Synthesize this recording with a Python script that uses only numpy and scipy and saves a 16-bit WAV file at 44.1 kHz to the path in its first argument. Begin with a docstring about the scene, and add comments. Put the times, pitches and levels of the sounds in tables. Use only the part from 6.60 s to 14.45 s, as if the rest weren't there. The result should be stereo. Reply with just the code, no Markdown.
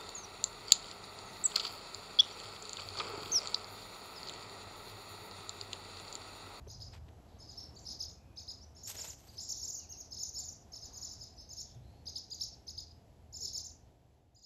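"""Swallows twitter over a farmyard: most chirps pair two quick pitch arches, one from each side of the syrinx,
and some use the upper voice alone. Each arch is a frequency-modulated sine, answered by walls and trees.
A shoe scuffs nearby as bursts of filtered noise, and other birds sing far off as gliding, wavering sines.
Distant traffic, shaped noise with an engine drone, lies under everything. Towards the end the whole scene fades,
and it stops before the fade is complete."""
import sys
import numpy as np
from scipy import signal
from scipy.fft import rfft, irfft, next_fast_len
from scipy.io import wavfile
from scipy.ndimage import map_coordinates

SR = 44100
rng = np.random.default_rng(int(sys.argv[2]) if len(sys.argv) > 2 else 0)


def master_out(mix):
    """Clip the mix to full scale and print it as 16-bit PCM to the path in sys.argv[1]."""
    frames = np.transpose(np.atleast_2d(mix))
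    ceiling = np.clip(frames, -1, 1)
    pcm = np.round(ceiling * 32767).astype(np.int16)
    wavfile.write(sys.argv[1], SR, pcm)


N = 346313

# direction of the calling swallow as an interaural delay: (time [s], lead of the left microphone [ms])
SWALLOW_BEARING = [(.15, -.1), (.8, .12), (1.25, .2), (1.39, -.17), (2.2, .14), (2.67, .19), (2.76, 0),
                   (2.82, .15), (5, .14), (5.45, 0), (6.2, 0), (6.7, .15)]
# two-voiced chirps, levels before each voice's offset and the echo cap: (start [s], length [s],
# lower top [Hz], lower level [dB], upper top [Hz], upper level [dB], barn echo delay [s], barn echo level [dB])
TWO_VOICED_CHIRPS = [(0.073, 0.05, 5110, -40.5, 6870, -47.5, 0.018, -15),
                     (0.19, 0.044, 5080, -38.5, 7040, -50, 0.017, 2),
                     (0.783, 0.053, 5170, -43, 7080, -55.5, 0.014, -20),
                     (0.874, 0.053, 5070, -42, 6980, -55, 0.024, -2.0),
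                     (0.958, 0.06, 5490, -39.5, 6600, -56.5, 0.034, -2.5),
                     (1.149, 0.05, 4730, -49.5, 7500, -52, 0.013, -1),
                     (1.251, 0.047, 5230, -41, 6300, -45, 0.039, -3.8),
                     (1.282, 0.05, 5230, -36, 7050, -45, 0.013, -7),
                     (1.39, 0.048, 5270, -33.5, 6850, -44, 0.024, -4),
                     (1.758, 0.058, 5180, -42, 6780, -50.5, 0.026, -2.7),
                     (1.865, 0.061, 5160, -40.5, 7050, -49.5, 0.02, 4),
                     (2.146, 0.056, 5360, -47.5, 7200, -54.5, 0.075, -5),
                     (2.23, 0.055, 5600, -45.5, 7420, -42.5, 0.025, 9),
                     (2.363, 0.065, 5480, -43, 7400, -41.5, 0.03, -5),
                     (2.67, 0.055, 4840, -55, 6970, -61.8, 0.069, -2.0),
                     (2.767, 0.051, 5260, -39, 6850, -49, 0.019, -5),
                     (2.8, 0.044, 5500, -39, 7600, -38, 0.07, 1),
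                     (2.888, 0.042, 5600, -33.9, 7580, -37, 0.059, -11.3),
                     (3.012, 0.05, 5600, -37, 7370, -39, 0.047, -9),
                     (3.505, 0.052, 5310, -38.5, 7060, -47.5, 0.049, -2),
                     (3.583, 0.062, 5440, -37, 7080, -39, 0.058, -11),
                     (3.734, 0.08, 5410, -37.5, 7130, -39, 0.046, -7),
                     (4.117, 0.053, 5370, -41, 7070, -49, 0.03, -2),
                     (4.207, 0.06, 5220, -42, 7110, -48, 0.0094, -8.1),
                     (4.327, 0.061, 5200, -46.5, 7040, -44, 0.03, -6.8),
                     (4.409, 0.052, 5420, -37.5, 7220, -40.5, 0.04, -9),
                     (4.495, 0.048, 5420, -41, 7260, -47, 0.032, -27),
                     (4.594, 0.054, 5250, -40.5, 7180, -48, 0.014, -18.1),
                     (4.759, 0.074, 5280, -47.1, 6440, -56.5, 0.02, -4.6),
                     (4.886, 0.058, 5280, -44, 7100, -47, 0.069, 0),
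                     (4.962, 0.062, 5500, -41, 7140, -45.5, 0.016, -3.7),
                     (5.454, 0.052, 5150, -39, 6720, -46, 0.015, -11),
                     (5.544, 0.047, 5170, -35, 6960, -47.5, 0.0084, 5),
                     (5.7, 0.056, 4970, -38.5, 7200, -46, 0.073, 3),
                     (5.796, 0.05, 5480, -32, 7070, -43, 0.027, -7),
                     (6.066, 0.049, 5190, -39.9, 6920, -48, 0.021, -10),
                     (6.165, 0.048, 5130, -37, 7150, -48.5, 0.036, -17),
                     (6.724, 0.056, 5320, -41.5, 7260, -44, 0.022, -11),
                     (6.803, 0.059, 5550, -36.5, 7170, -37.5, 0.016, -14),
                     (6.833, 0.049, 5330, -34, 7470, -55, 0.027, -8),
                     (6.927, 0.062, 5390, -35, 7190, -39.5, 0.028, -5),
                     (7.745, 0.055, 5100, -49, 7440, -55, 0.051, -3.8),
                     (7.82, 0.097, 5380, -36.5, 7100, -45, 0.04, -6)]


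def amp(db):
    """A level in decibels is twenty times the logarithm of the amplitude ratio returned here."""
    return 10 ** (np.asarray(db) / 20)


def unit(x):
    """Normalisation by the root mean square gives signals equal power."""
    return x / np.sqrt(np.mean(x ** 2) + 1e-20)


def curve(rows, t):
    """Piecewise linear interpolation of (position, value) rows."""
    return np.interp(t, *np.transpose(rows))


def along(points, hz):
    """Interpolation of (frequency, value) points on a logarithmic frequency axis."""
    f, v = np.transpose(points)
    return np.interp(np.log(hz + 1), np.log(f + 1), v)


def wobble(rate, size):
    """Band-limited random modulation: a spline through normal deviates, rate knots a second."""
    knots = rng.standard_normal(int(size * rate / SR) + 4)
    return map_coordinates(knots, [np.arange(size) * rate / SR])


def filtered(x, response):
    """Linear filtering as multiplication of the spectrum by a frequency response."""
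    n = x.shape[-1]
    m = next_fast_len(n + 4096)
    return irfft(rfft(x, m) * response(np.fft.rfftfreq(m, 1 / SR)), m)[..., :n]


def add(out, start_s, x):
    """Superposition: x is summed into out from start_s on."""
    i = max(round(start_s * SR), 0)
    part = out[..., i:i + x.shape[-1]]
    part += x[..., :part.shape[-1]]


def span(length_s):
    """Normalised time within a note, from -1 to 1."""
    return np.linspace(-1, 1, max(int(length_s * SR), 2))


def tail():
    """Diffuse reverberation of unit energy: sparse reflections over a haze, decaying faster in the treble."""
    # reverberation time of the yard: (frequency [Hz], time to fall by 60 dB [s])
    decay_times = [(2500, 0.46), (6000, 0.36), (12000, 0.12)]
    size = SR // 2
    # 450 answers a second from posts, trunks and eaves; the haze is grass and leaves
    spikes = rng.random((2, size)) < 450 / SR
    noise = rng.standard_normal((2, size)) * (spikes + amp(-15) / 2)
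    hz, t, z = signal.stft(noise, SR, nperseg=256)
    decay = amp(-60 * t / along(decay_times, hz)[:, None])
    build_up = 1 - np.exp(-t / .007)
    x = signal.istft(z * decay * build_up, SR, nperseg=256)[1][:, :size]
    return x / np.linalg.norm(x, axis=1, keepdims=True)


def yard(x, lead_ms, echo_s, echo_db, wet_db, wall_db):
    """Outdoor propagation: direct path, a barn echo, three far walls and a diffuse tail by convolution."""
    response = amp(wet_db) * tail()
    far = np.geomspace(.05, .12, 3) * rng.uniform(.8, 1.25, 3)
    far_db = wall_db - 10 * np.log10(far / far[0])
    # the barn returns at most -5 dB of a call
    for delay, db in [(echo_s, min(echo_db, -5)), *zip(far, far_db)]:
        for channel in response:
            # each wall lies in a direction of its own
            add(channel, delay + rng.uniform(0, .0001), amp([db]))
    out = signal.fftconvolve(x[None], response, axes=1)
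    # opposite phase slopes make the direct sound reach one microphone first
    ears = np.array([[1], [-1]])
    direct = filtered(x, lambda hz: np.exp(1j * np.pi * hz * lead_ms / 1000 * ears))
    add(out, 0, direct)
    return out


def air(spectrum, flutter_db):
    """Mid-side noise with a mid of rms 1: the frequency-dependent side is weak in the bass, strongest near 1 kHz."""
    # stereo width: (frequency [Hz], side minus mid [dB])
    width = [(60, -13.5), (150, -8), (380, 0.5), (950, 10), (2380, -1.5), (5980, 1)]
    pair = rng.standard_normal((2, N)) * amp(flutter_db * wobble(14, N))
    mid, side = filtered(pair, lambda hz: amp(along(spectrum, hz)) * [np.ones_like(hz), amp(along(width, hz))])
    return np.array([mid + side, mid - side]) / np.std(mid)


def distance():
    """Far traffic as shaped random noise: rumble, unsteady engine drone, wash a little to the left, tyre swish."""
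    # noise spectra: (frequency [Hz], relative spectral level [dB])
    rumble_spectrum = [(22, -24), (59, -1), (75, -2.5), (123, -4.5), (156, -15), (220, -30.5), (290, -41.5),
                       (480, -120)]
    wash_spectrum = [(100, -35), (170, -4), (579, -12), (696, -8.5), (1000, -19), (1100, -26.5),
                     (3200, -28.5), (7940, -33), (9360, -59), (10800, -32), (13200, -41.5), (14300, -50.5)]
    tyre_spectrum = [(450, -22), (800, 0), (1200, -2), (1800, -12), (3000, -30)]
    # level courses; the first is shared by rumble and drone ahead of their offsets: (time [s], level [dB])
    bass_level = [(0, -52), (.5, -53.5), (.65, -58), (3.15, -60), (5.08, -58.5), (5.2, -52.5), (5.6, -60.5),
                  (6.6, -58.5), (7.1, -59.5)]
    wash_level = [(0, -64.5), (1.1, -61.5), (1.6, -65), (4.3, -64.5), (7, -66)]
    tyre_level = [(0, -74), (.7, -73), (1.6, -77.5), (4.1, -78.5), (4.4, -70), (4.8, -85)]
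    t = np.arange(N) / SR
    drone_hz = 78 + 2 * wobble(7.4, N)
    drone = np.sin(2 * np.pi * np.cumsum(drone_hz) / SR) * amp(2.8 * wobble(8.2, N))
    bass = amp(-1) * air(rumble_spectrum, flutter_db=1.0) + amp(-6) * unit(drone)
    wash = amp(curve(wash_level, t)) * air(wash_spectrum, flutter_db=.8)
    wash_pan = amp([[.71], [-.71]])
    tyres = amp(curve(tyre_level, t)) * air(tyre_spectrum, flutter_db=.8)
    return amp(curve(bass_level, t)) * bass + wash * wash_pan + tyres


def far_birds():
    """Frequency modulation: slow arches give whistles, rapid random deviation gives hoarse buzzes."""
    # distant notes, the last a low falling hoot: (start [s], length [s], first pitch [Hz], last pitch [Hz],
    # rise of the arch [Hz], scale of the random deviation [Hz], level before the offset [dB])
    notes = [(.66, .14, 4200, 4300, 0, 500, -70), (1.52, .38, 2480, 2480, 0, 70, -75),
             (2.0, .055, 4500, 6050, 700, 140, -53), (3.18, .09, 2800, 2000, 220, 5, -67),
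             (3.3, .07, 2750, 2400, 170, 10, -68), (5.04, .16, 3600, 3550, 0, 220, -70),
             (5.19, .27, 4150, 4400, 0, 180, -72), (6.795, .08, 510, 320, -40, 25, -58)]
    offset_db = -3
    out = np.zeros((2, N))
    for start_s, length_s, first_hz, last_hz, arch_hz, depth_hz, db in notes:
        n = len(span(length_s))
        u = np.linspace(0, 1, n)
        glide = first_hz + (last_hz - first_hz) * u ** 2 + arch_hz * np.sin(np.pi * u)
        hz = glide + depth_hz * wobble(500, n)
        envelope = amp(db + offset_db) * signal.windows.tukey(n, .5)
        note = envelope * np.sin(2 * np.pi * np.cumsum(hz) / SR)
        add(out, start_s, yard(note, lead_ms=0, echo_s=.03, echo_db=-16, wet_db=-8, wall_db=-20))
    return out


def scuffs():
    """Stick-slip friction: grit crackles as noise whose level varies while a sole catches and slips."""
    # a dull footfall and shoe scuffs: (start [s], length [s], rms level before the swell [dB],
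    # spectral tilt [dB per octave], lower edge [Hz])
    slides = [(0.063, 0.02, -50, -12.5, 250), (0.317, 0.077, -57.5, -9.5, 920),
              (0.334, 0.021, -53.5, -15, 1760), (.481, 0.014, -62, -20, 2410), (2.265, 0.071, -42, 0, 690),
              (2.261, 0.3, -48.5, -2, 515), (2.44, 0.49, -63.5, -1.5, 497)]
    # spectrum of the grit before tilt and edge: (frequency [Hz], relative spectral level [dB])
    grit = [(240, -40), (400, 0), (821, -10), (1200, -16.5), (3740, -9), (5070, -9.5), (8400, -7),
            (9350, -30), (11900, -5), (15500, -32.5)]
    out = np.zeros((2, N))
    for start_s, length_s, db, tilt_db, edge_hz in slides:
        n = len(span(length_s))
        crackle_db = 3 * wobble(1500, n)
        catch_db = 2.2 * wobble(120, n)
        grains = rng.standard_normal((2, n)) * amp(crackle_db + catch_db)

        def response(hz):
            high_pass = hz ** 4 / (hz ** 4 + edge_hz ** 4)
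            return amp(along(grit, hz) + tilt_db * np.log2((hz + 500) / 4000)) * high_pass

        swell = np.sin(np.linspace(0, np.pi, n))
        add(out, start_s, amp(db) * unit(filtered(grains, response)) * swell)
    return out


def whistle(hz):
    """One side of the syrinx: a jittered sine whose rough second harmonic strengthens from 5 to 5.5 kHz."""
    phase = 2 * np.pi * np.cumsum(hz * (1 + .01 * wobble(400, len(hz)))) / SR
    strain = np.interp(hz, [5000, 5500], [.2, 1])
    hoarse = .5 + wobble(2400, len(hz))
    return np.sin(phase) + amp(-19) * strain * hoarse * np.sin(2 * phase)


def low_voice():
    """Symmetric frequency modulation: short round arches inside each chirp, loudest around the top."""
    # envelope of an arch: (share of the note [0 to 1], level [dB])
    swell_shape = [(0, -12), (.25, -2.5), (.5, .5), (.75, 0), (1, -10)]
    late_s, early_s = .011, .018  # starts later and stops earlier than the chirp
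    foot_hz = 3250  # pitch at both ends of the arch
    offset_db = .5
    out = np.zeros((2, N))
    for start_s, length_s, top_hz, db, _, _, echo_s, echo_db in TWO_VOICED_CHIRPS:
        u = span(length_s - late_s - early_s)
        hz = top_hz - (top_hz - foot_hz) * np.abs(u) ** rng.uniform(2.2, 3)
        swell = amp(db + offset_db + curve(swell_shape, (u + 1) / 2)) * signal.windows.tukey(len(u), .15)
        lead_ms = curve(SWALLOW_BEARING, start_s)
        call = yard(swell * whistle(hz), lead_ms, echo_s, echo_db, wet_db=-6, wall_db=-15)
        add(out, start_s + late_s, call)
    return out


def high_arch(length_s, top_hz, sag_hz, shape):
    """Asymmetric frequency modulation: exponential upstroke, variably sagging top, power-law downstroke."""
    rise_hz, rise_s = 3300, .005  # upstroke depth and time constant
    fall_hz, fall_s = 2500, .017  # downstroke depth and duration
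    release_s = .003  # the downstroke runs on while it dies away
    t = np.arange(int((length_s + release_s) * SR)) / SR
    u = t / length_s
    dip = rng.uniform(.5, 1.5) * np.exp(-((u - .4) / .18) ** 2)
    fall = np.maximum(1 + (t - length_s) / fall_s, 0) ** 1.7
    hz = top_hz - rise_hz * np.exp(-t / rise_s) - sag_hz * dip - fall_hz * fall
    flutter_db = 2 * wobble(150, len(t))
    swell = amp(curve(shape, u) + flutter_db) * signal.windows.tukey(len(t), .12)
    return swell * whistle(hz)


def high_voice():
    """Independent second oscillator: it sags and softens over the lower voice, and alone sings a plainer arch."""
    # chirps of the upper voice alone: (start [s], length [s], top [Hz], level before the offset [dB])
    solos = [(1.193, 0.057, 7320, -53.5), (1.485, 0.037, 7200, -53.5), (2.47, 0.04, 7470, -41.5),
             (2.879, 0.054, 6310, -39), (2.968, 0.042, 6970, -42), (3.074, 0.038, 7150.0, -37.5),
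             (3.117, 0.042, 7260, -38.5), (3.158, 0.045, 6680, -40.5), (3.287, 0.046, 6720, -43.5),
             (3.367, 0.053, 6700, -44), (3.847, 0.051, 7090, -41.5), (3.89, 0.048, 7300.0, -48),
             (7.041, 0.034, 7420, -42.2)]
    # envelopes in company and alone: (share of the note [0 to 1], level [dB])
    paired_swell = [(0, -10), (.15, -2.5), (.4, -11), (.68, -3), (.86, 4), (1, -7)]
    solo_swell = [(0, -8), (.2, -2.5), (.6, -4), (.86, 4.5), (1, -7)]
    paired_sag_hz, solo_sag_hz = 600, 150  # mean dip below the top
    paired_offset_db, solo_offset_db, echo_offset_db = -.5, -1.5, .5
    arches = []
    for start_s, length_s, _, _, top_hz, db, echo_s, echo_db in TWO_VOICED_CHIRPS:
        arch = high_arch(length_s, top_hz, paired_sag_hz, paired_swell)
        arches.append((start_s, db + paired_offset_db, echo_s, echo_db + echo_offset_db, arch))
    for start_s, length_s, top_hz, db in solos:
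        arch = high_arch(length_s, top_hz, solo_sag_hz, solo_swell)
        arches.append((start_s, db + solo_offset_db, rng.uniform(.02, .05), -16, arch))
    out = np.zeros((2, N))
    for start_s, db, echo_s, echo_db, arch in arches:
        lead_ms = curve(SWALLOW_BEARING, start_s)
        add(out, start_s, yard(amp(db) * arch, lead_ms, echo_s, echo_db, wet_db=-5, wall_db=-19))
    # the upper voice lies a little to the right
    return out * amp([[-1.1], [1.1]])


def scene():
    """Linear superposition of the traffic, far birds, scuffs and both swallow voices."""
    return distance() + far_birds() + scuffs() + low_voice() + high_voice()


def record(dry):
    """A linear fade, then low-pass filtering: the top treble rolls off and nothing passes the band limit."""
    fade_start_s, fade_s = 7.05, 1.13  # the scene stops before the full fade has run
    limit_hz, rolloff_hz = 15750, 14000
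    fade = np.clip(1 - (np.arange(N) / SR - fade_start_s) / fade_s, 0, 1)
    return filtered(dry * fade, lambda hz: (hz < limit_hz) / (1 + (hz / rolloff_hz) ** 36))


dry = scene()
out = record(dry)
master_out(out)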